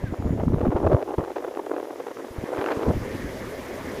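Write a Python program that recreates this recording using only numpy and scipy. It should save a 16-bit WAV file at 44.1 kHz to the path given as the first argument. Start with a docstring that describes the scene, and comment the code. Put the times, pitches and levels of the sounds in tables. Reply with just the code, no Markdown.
"""Surf and wind on a beach

A broken wave rolls up a shallow beach; the roar of tumbling water and the hiss of foam swell as it nears.
Turbulent air strikes the microphone, and the smaller the eddy, the higher its sound: large eddies rumble
and thump, small ones flutter, slap and snap. After three seconds the wind eases and the surf stands out.
Near the start a far bird whistles once, and a faint, thin sizzle comes and goes."""
import sys
import numpy as np
from scipy import signal
from scipy.fft import rfft, irfft
from scipy.io import wavfile
from scipy.ndimage import uniform_filter1d

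SR = 44100
rng = np.random.default_rng(int(sys.argv[2]) if len(sys.argv) > 2 else 0)


def wav_out(sig):
    """Save sig, one row per channel (or a flat mono array), as 16-bit PCM at SR to the path in sys.argv[1]."""
    wavfile.write(sys.argv[1], SR, np.round(np.clip(np.atleast_2d(sig).T, -1, 1) * 32767).astype(np.int16))


N = 176400

# envelopes of the approaching wave: t/s, roar level/dB, foam level/dB
WAVE_ENVELOPES = [(0,-42,-55),(.7,-50,-56),(1.2,-50,-53),(2.0,-47.5,-52),(2.4,-41,-50.5),(2.75,-37.5,-48.5),(3.25,-34.5,-47),(3.6,-36,-47),(4,-33.5,-46)]
# spectrum of tumbling water: f/Hz, relative level/dB
ROAR_SPECTRUM = [(50,-44),(120,-6.5),(170,-10.5),(230,-0.5),(400,0.5),(560,0),(750,-11),(1000,-9.5),(1350,-15.5),(1750,-12),(2100,-13.5),(2600,-23.5),(3600,-27.5),(5000,-29.5),(9000,-47)]
# spectrum of bursting foam: f/Hz, relative level/dB
FOAM_SPECTRUM = [(1500,3.5),(3500,2),(4300,-3),(5500,0),(6800,-0.5),(7700,-4),(8800,-5.5),(9700,-2.5),(12300,-5.5),(14000,-6.5),(15500,-11)]
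# envelope of the rumble between buffets: t/s, level/dB
RUMBLE_ENVELOPE = [(0,-42.5),(.12,-31),(.165,-66),(.22,-35),(.3,-28),(.52,-28.5),(.61,-30),(.73,-53),(.8,-32),(.93,-28),(.98,-53),(1.3,-58),(1.9,-74),(2.28,-76),(2.42,-53),(2.5,-65),(2.7,-61),(2.83,-57),(2.88,-38),(3.05,-40),(3.45,-40),(3.52,-47.5),(4,-42)]
# buffets of large eddies: t/s, peak level/dB, duration/s
BUFFET_PULSES = [(.042,-19.5,0.0094),(.126,-23,0.0075),(.199,-23,0.013),(.261,-18.5,0.015),(.308,-15,0.004),(.333,-19.5,0.0098),(.472,-16,0.0088),(.504,-17,0.004),(.537,-20,0.013),(.575,-22.5,.0076),(.636,-20,.014),(.687,-16.5,0.019),(.754,-18,0.01),(.86,-20,0.029),(.948,-13,0.015),(1.193,-21,0.015),(1.231,-34,0.0049),(2.311,-31.5,0.0056),(2.388,-24.5,0.0091),(2.426,-37,0.014),(2.589,-34,0.013),(2.773,-25,0.0048),(2.892,-20,0.032),(2.968,-23,0.029),(3.02,-28.5,.027),(3.152,-26.5,0.013),(3.252,-30.5,0.034)]
# spectrum of large eddies: f/Hz, relative level/dB
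RUMBLE_SPECTRUM = [(20,-10),(35,-5.5),(65,2),(110,1),(160,-4.5),(240,-3),(320,-8.5),(450,-16.5),(800,-81),(3000,-100)]
# envelope of the flutter between slaps: t/s, level/dB
FLUTTER_ENVELOPE = [(0,-49),(.08,-74),(.135,-30),(.165,-41),(.27,-34),(.36,-39),(.41,-33.5),(.46,-38.5),(.58,-32),(.615,-25),(.7,-33),(.795,-31),(.835,-21.5),(.93,-27.5),(1.0,-26.5),(1.05,-44),(1.08,-28),(1.135,-31),(1.165,-54),(1.195,-28),(1.26,-34),(1.32,-32.5),(1.348,-68),(1.37,-31),(1.42,-36),(1.55,-36),(1.625,-39.5),(1.69,-35.5),(1.73,-29),(1.79,-30.5),(1.815,-44),(1.85,-36),(1.96,-38.5),(2.1,-44.5),(2.15,-51),(2.18,-31.5),(2.24,-40.5),(2.28,-42),(2.41,-45.5),(2.48,-32.5),(2.66,-28),(2.745,-32.5),(2.84,-29),(2.91,-23.5),(2.99,-48.5)]
# spectrum of a small eddy's pop: f/Hz, relative level/dB
POP_SPECTRUM = [(200,-6),(330,2.5),(480,1),(700,-4.5),(1000,-11),(1400,-17.5),(2000,-27),(3000,-35.5),(4500,-45.5),(9000,-60)]
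# treble of the flutter and slaps: t/s, gain/dB
POP_TREBLE = [(0,-3.5),(.77,-5),(.9,-7.5),(1.1,-3.5),(1.38,3.5),(1.7,-6),(2.1,3.5),(2.53,-0.5),(2.6,7),(2.835,5.5),(2.88,-11)]
# tight bursts of small eddies: t/s, peak level/dB, duration/s
SLAP_PULSES = [(.04,-31,0.0063),(.4,-27,0.018),(.436,-21.5,0.0051),(.482,-23,0.0028),(.543,-22,0.0045),(.656,-20,0.0086),(.725,-21.5,.015),(.767,-18.5,.014),(.869,-14.5,0.0083),(.921,-16.5,0.018),(.932,-16.5,0.0052),(.948,-10,0.0024),(1.029,-21.5,0.0072),(1.143,-23,0.0085),(1.184,-16,0.0037),(1.305,-32,0.0064),(1.367,-24.5,.011),(1.385,-30,0.0027),(1.448,-25,0.0089),(1.483,-28,0.01),(1.574,-19.5,0.003),(1.597,-21,0.0072),(1.669,-23,0.0041),(1.716,-18.5,0.0046),(1.78,-26.5,0.005),(1.802,-21.5,0.0037),(1.83,-23,0.003),(1.908,-26,0.0055),(1.985,-36,0.0038),(2.004,-24.5,.007),(2.07,-25.5,0.0053),(2.084,-27,0.006),(2.115,-31.5,0.01),(2.247,-28.5,0.0049),(2.533,-26.5,0.0094),(2.592,-25,0.0099),(2.615,-29,0.013),(2.688,-23,0.0066),(2.715,-22.5,0.022),(2.832,-27,0.017),(2.885,-23.5,0.026)]
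# call of a far shore bird: t/s, duration/s, start f/Hz, end f/Hz, peak level/dB
WHISTLE = (.04,.06,1750,1420,-41)
# faint swell of high hiss: t/s, peak level/dB, duration/s
SIZZLE_PULSES = [(.27,-66,0.18)]
# pressure swings of heavy eddies: t/s, envelope peak level/dB, f/Hz
PRESSURE_SWINGS = [(.436,-13.5,237),(.481,-8.5,217),(0.544,-12.5,150),(.67,-12,250),(0.873,-9,390),(.947,-8,97),(1.186,-20,170),(2.44,-17.5,266),(2.772,-21,330),(2.885,-12.5,272),(2.903,-15.5,134)]
# impacts of the smallest, fastest eddies: t/s, relative peak level/dB
SNAP_IMPULSES = [(0.5966,-29),(0.7686,-27.5),(0.9315,-23),(1.0269,-21),(1.317,-29),(1.3693,-30),(1.3833,-23),(1.551,-25.5),(1.664,-26),(1.8,-26.5),(2.593,-23),(2.614,-17),(2.712,-36)]
# spectrum of one snap: f/Hz, relative level/dB
SNAP_SPECTRUM = [(400,-4),(1000,3),(1700,7.5),(3000,-4.5),(4500,-10.5),(6500,-22),(10000,-26)]

POP_TREBLE_HZ = 1280   # corner of the treble shelf


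def from_db(db):
    """Amplitude grows tenfold for every 20 dB."""
    return 10 ** (np.asarray(db) / 20)


def unit_rms(x):
    """Division by the rms gives a signal unit power."""
    return x / np.sqrt(np.mean(x ** 2) + 1e-20)


def envelopes(rows):
    """Linear interpolation turns each column of breakpoints into an envelope."""
    times, *columns = np.transpose(rows)
    return [np.interp(np.arange(N) / SR, times, column) for column in columns]


def drift(corner_hz):
    """Low-passed noise is a slow random fluctuation, here of rms 1."""
    step = 40   # samples per control point
    pole = np.exp(-2 * np.pi * corner_hz * step / SR)
    white = rng.standard_normal(N // step + 2002)
    slow = signal.lfilter([1], [1, -2 * pole, pole ** 2], white)[2000:]   # once the filter has settled
    return np.interp(np.arange(N) / step, np.arange(len(slow)), unit_rms(slow))


def colour(x, spectrum):
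    """Multiplication in the frequency domain imposes a spectral envelope."""
    hz, db = np.transpose(spectrum)
    bin_hz = np.maximum(np.arange(N + 1) * SR / (2 * N), 1)
    gain = from_db(np.interp(np.log(bin_hz), np.log(hz), db))
    return irfft(rfft(x, 2 * N) * gain)[:N]


def butterworth(x, hz, kind, order=2):
    """A Butterworth filter has a maximally flat passband."""
    return signal.sosfilt(signal.butter(order, hz, kind, fs=SR, output="sos"), x + 1e-18)


def zero_phase(x, hz, kind, order=2):
    """Filtering forward and then backward cancels the phase shift."""
    forward = butterworth(x, hz, kind, order)
    return butterworth(forward[::-1], hz, kind, order)[::-1]


def brighten(x, treble_db, above_hz):
    """A time-varying shelf scales the treble and leaves the bass."""
    bass = zero_phase(x, above_hz, "low")
    return bass + (x - bass) * from_db(treble_db)


def pulse_power(rows):
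    """Incoherent pulses add in power; each is a Gaussian whose duration is its full width at 1/e."""
    t = np.arange(N) / SR
    return sum(from_db(db) ** 2 * np.exp(-np.minimum((2 * (t - centre) / duration) ** 2, 60))
               for centre, db, duration in rows)


def wash(spectrum, spread_db, drift_hz):
    """Independent modulation of half-octave bands makes noise churn; the rms is 1."""
    edges_hz = np.geomspace(30, 19000, 19)
    white = rng.standard_normal((2, N))
    bands = [butterworth(white[k % 2], edges_hz[k:k + 2], "band") * from_db(spread_db * drift(drift_hz))
             for k in range(len(edges_hz) - 1)]
    return unit_rms(colour(sum(bands), spectrum))


def surf():
    """Many incoherent sources sum to noise: tumbling water roars and bursting foam hisses."""
    roar_db, foam_db = envelopes(WAVE_ENVELOPES)
    roar = from_db(roar_db + 0.5) * wash(ROAR_SPECTRUM, spread_db=2.35, drift_hz=11)
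    foam = from_db(foam_db - 2.5) * wash(FOAM_SPECTRUM, spread_db=1.27, drift_hz=31)
    return roar + foam


def level_out(x, window_s):
    """Division by the running rms removes slow changes of level and keeps faster detail."""
    size = int(window_s * SR)
    power = uniform_filter1d(uniform_filter1d(x ** 2, size), size)
    return x / np.sqrt(np.abs(power) + 1e-14)


def rumble():
    """Large eddies cause slow pressure fluctuations; harder buffets reach higher frequencies."""
    level_db, = envelopes(RUMBLE_ENVELOPE)
    power = from_db(level_db + 2.2 * drift(39)) ** 2 + pulse_power(BUFFET_PULSES)
    treble_db = 0.12 * np.clip(10 * np.log10(power) + 7, -20, 10)
    noise = colour(rng.standard_normal(N), RUMBLE_SPECTRUM)
    lumps = brighten(noise, treble_db, above_hz=196)
    return from_db(0.5) * np.sqrt(power) * level_out(lumps, window_s=0.0054)


def eddies(per_second=2600, spread_db=2.5):
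    """Small eddies arrive as a Poisson process: pressure impulses of random size and sign."""
    arrivals = rng.random(N) < per_second / SR
    size_db = spread_db * np.minimum(rng.exponential(1, N), 4)
    return arrivals * from_db(size_db) * rng.choice([-1, 1], N)


def wind_filter(x, cutoff_hz=250):
    """A wind-noise suppressor removes bass with a steep, zero-phase high-pass filter."""
    return zero_phase(x, cutoff_hz, "high", order=5)


def wind_pops(impulses):
    """Short, hollow wind pops, their bass removed by a zero-phase wind-noise filter."""
    return colour(wind_filter(impulses), POP_SPECTRUM)


def flutter(clump_spread_db=5.5):
    """Turbulence is intermittent: small eddies arrive in clumps, the stronger ones brighter."""
    level_db, = envelopes(FLUTTER_ENVELOPE)
    clump_db = clump_spread_db * np.minimum(drift(133), 2)
    pops = wind_pops(eddies() * from_db(clump_db))
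    pops = brighten(pops, clump_db - clump_spread_db, POP_TREBLE_HZ)
    return from_db(level_db + 0.5) * level_out(pops, window_s=0.023)


def slaps():
    """Pops of small eddies packed into milliseconds fuse in the ear into one hard slap."""
    pops = level_out(wind_pops(eddies()), window_s=0.005)
    return wind_filter(np.sqrt(pulse_power(SLAP_PULSES)) * pops)


def bird():
    """A whistle is a pure tone; its phase is the integral of its frequency, which here falls."""
    onset, duration, start_hz, end_hz, db = WHISTLE
    progress = np.clip((np.arange(N) / SR - onset) / duration, 0, 1)
    hz = start_hz + (end_hz - start_hz) * progress
    envelope = from_db(db) * np.sin(np.pi * progress) ** 2
    return envelope * np.sin(2 * np.pi * np.cumsum(hz) / SR)


def sizzle(centre_hz=6950, width_hz=450):
    """Noise confined to a narrow, high band is heard as a thin sizzle."""
    edges_hz = [centre_hz - width_hz / 2, centre_hz + width_hz / 2]
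    band = butterworth(rng.standard_normal(N), edges_hz, "band")
    return np.sqrt(pulse_power(SIZZLE_PULSES)) * unit_rms(band)


def thumps(half_width_cycles=0.58):
    """A heavy eddy forces the diaphragm through a swing or two; a smaller eddy gives a higher thump."""
    pressure = np.zeros(N)
    for centre, db, hz in PRESSURE_SWINGS:
        cycles = (np.arange(N) / SR - centre) * hz
        envelope = from_db(db) * np.exp(-np.minimum((cycles / half_width_cycles) ** 2, 20))
        pressure -= envelope * np.sin(2 * np.pi * cycles)
    return pressure


def snaps():
    """A brief impulse has a broad spectrum, so the smallest, fastest eddies make sharp ticks."""
    impulses = np.zeros(N)
    for onset, db in SNAP_IMPULSES:
        impulses[int(onset * SR)] += from_db(db - 1.5)
    unit_impulse = 1.0 * (np.arange(N) == N // 2)
    tick_height = colour(unit_impulse, SNAP_SPECTRUM).max()
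    return colour(impulses, SNAP_SPECTRUM) / tick_height


def scene():
    """By superposition, the sounds of the shore and the wind at the microphone add in one channel."""
    treble_db, = envelopes(POP_TREBLE)
    large_eddies = rumble() + thumps()
    small_eddies = brighten(flutter() + slaps(), treble_db, POP_TREBLE_HZ) + snaps()
    return (surf() + bird() + sizzle() + large_eddies + small_eddies)[None]


def record(dry, cutoff_hz=15500):
    """An elliptic low-pass filter limits the bandwidth steeply."""
    return signal.sosfilt(signal.ellip(12, .1, 90, cutoff_hz, fs=SR, output="sos"), dry)


dry = scene()
out = record(dry)
wav_out(out)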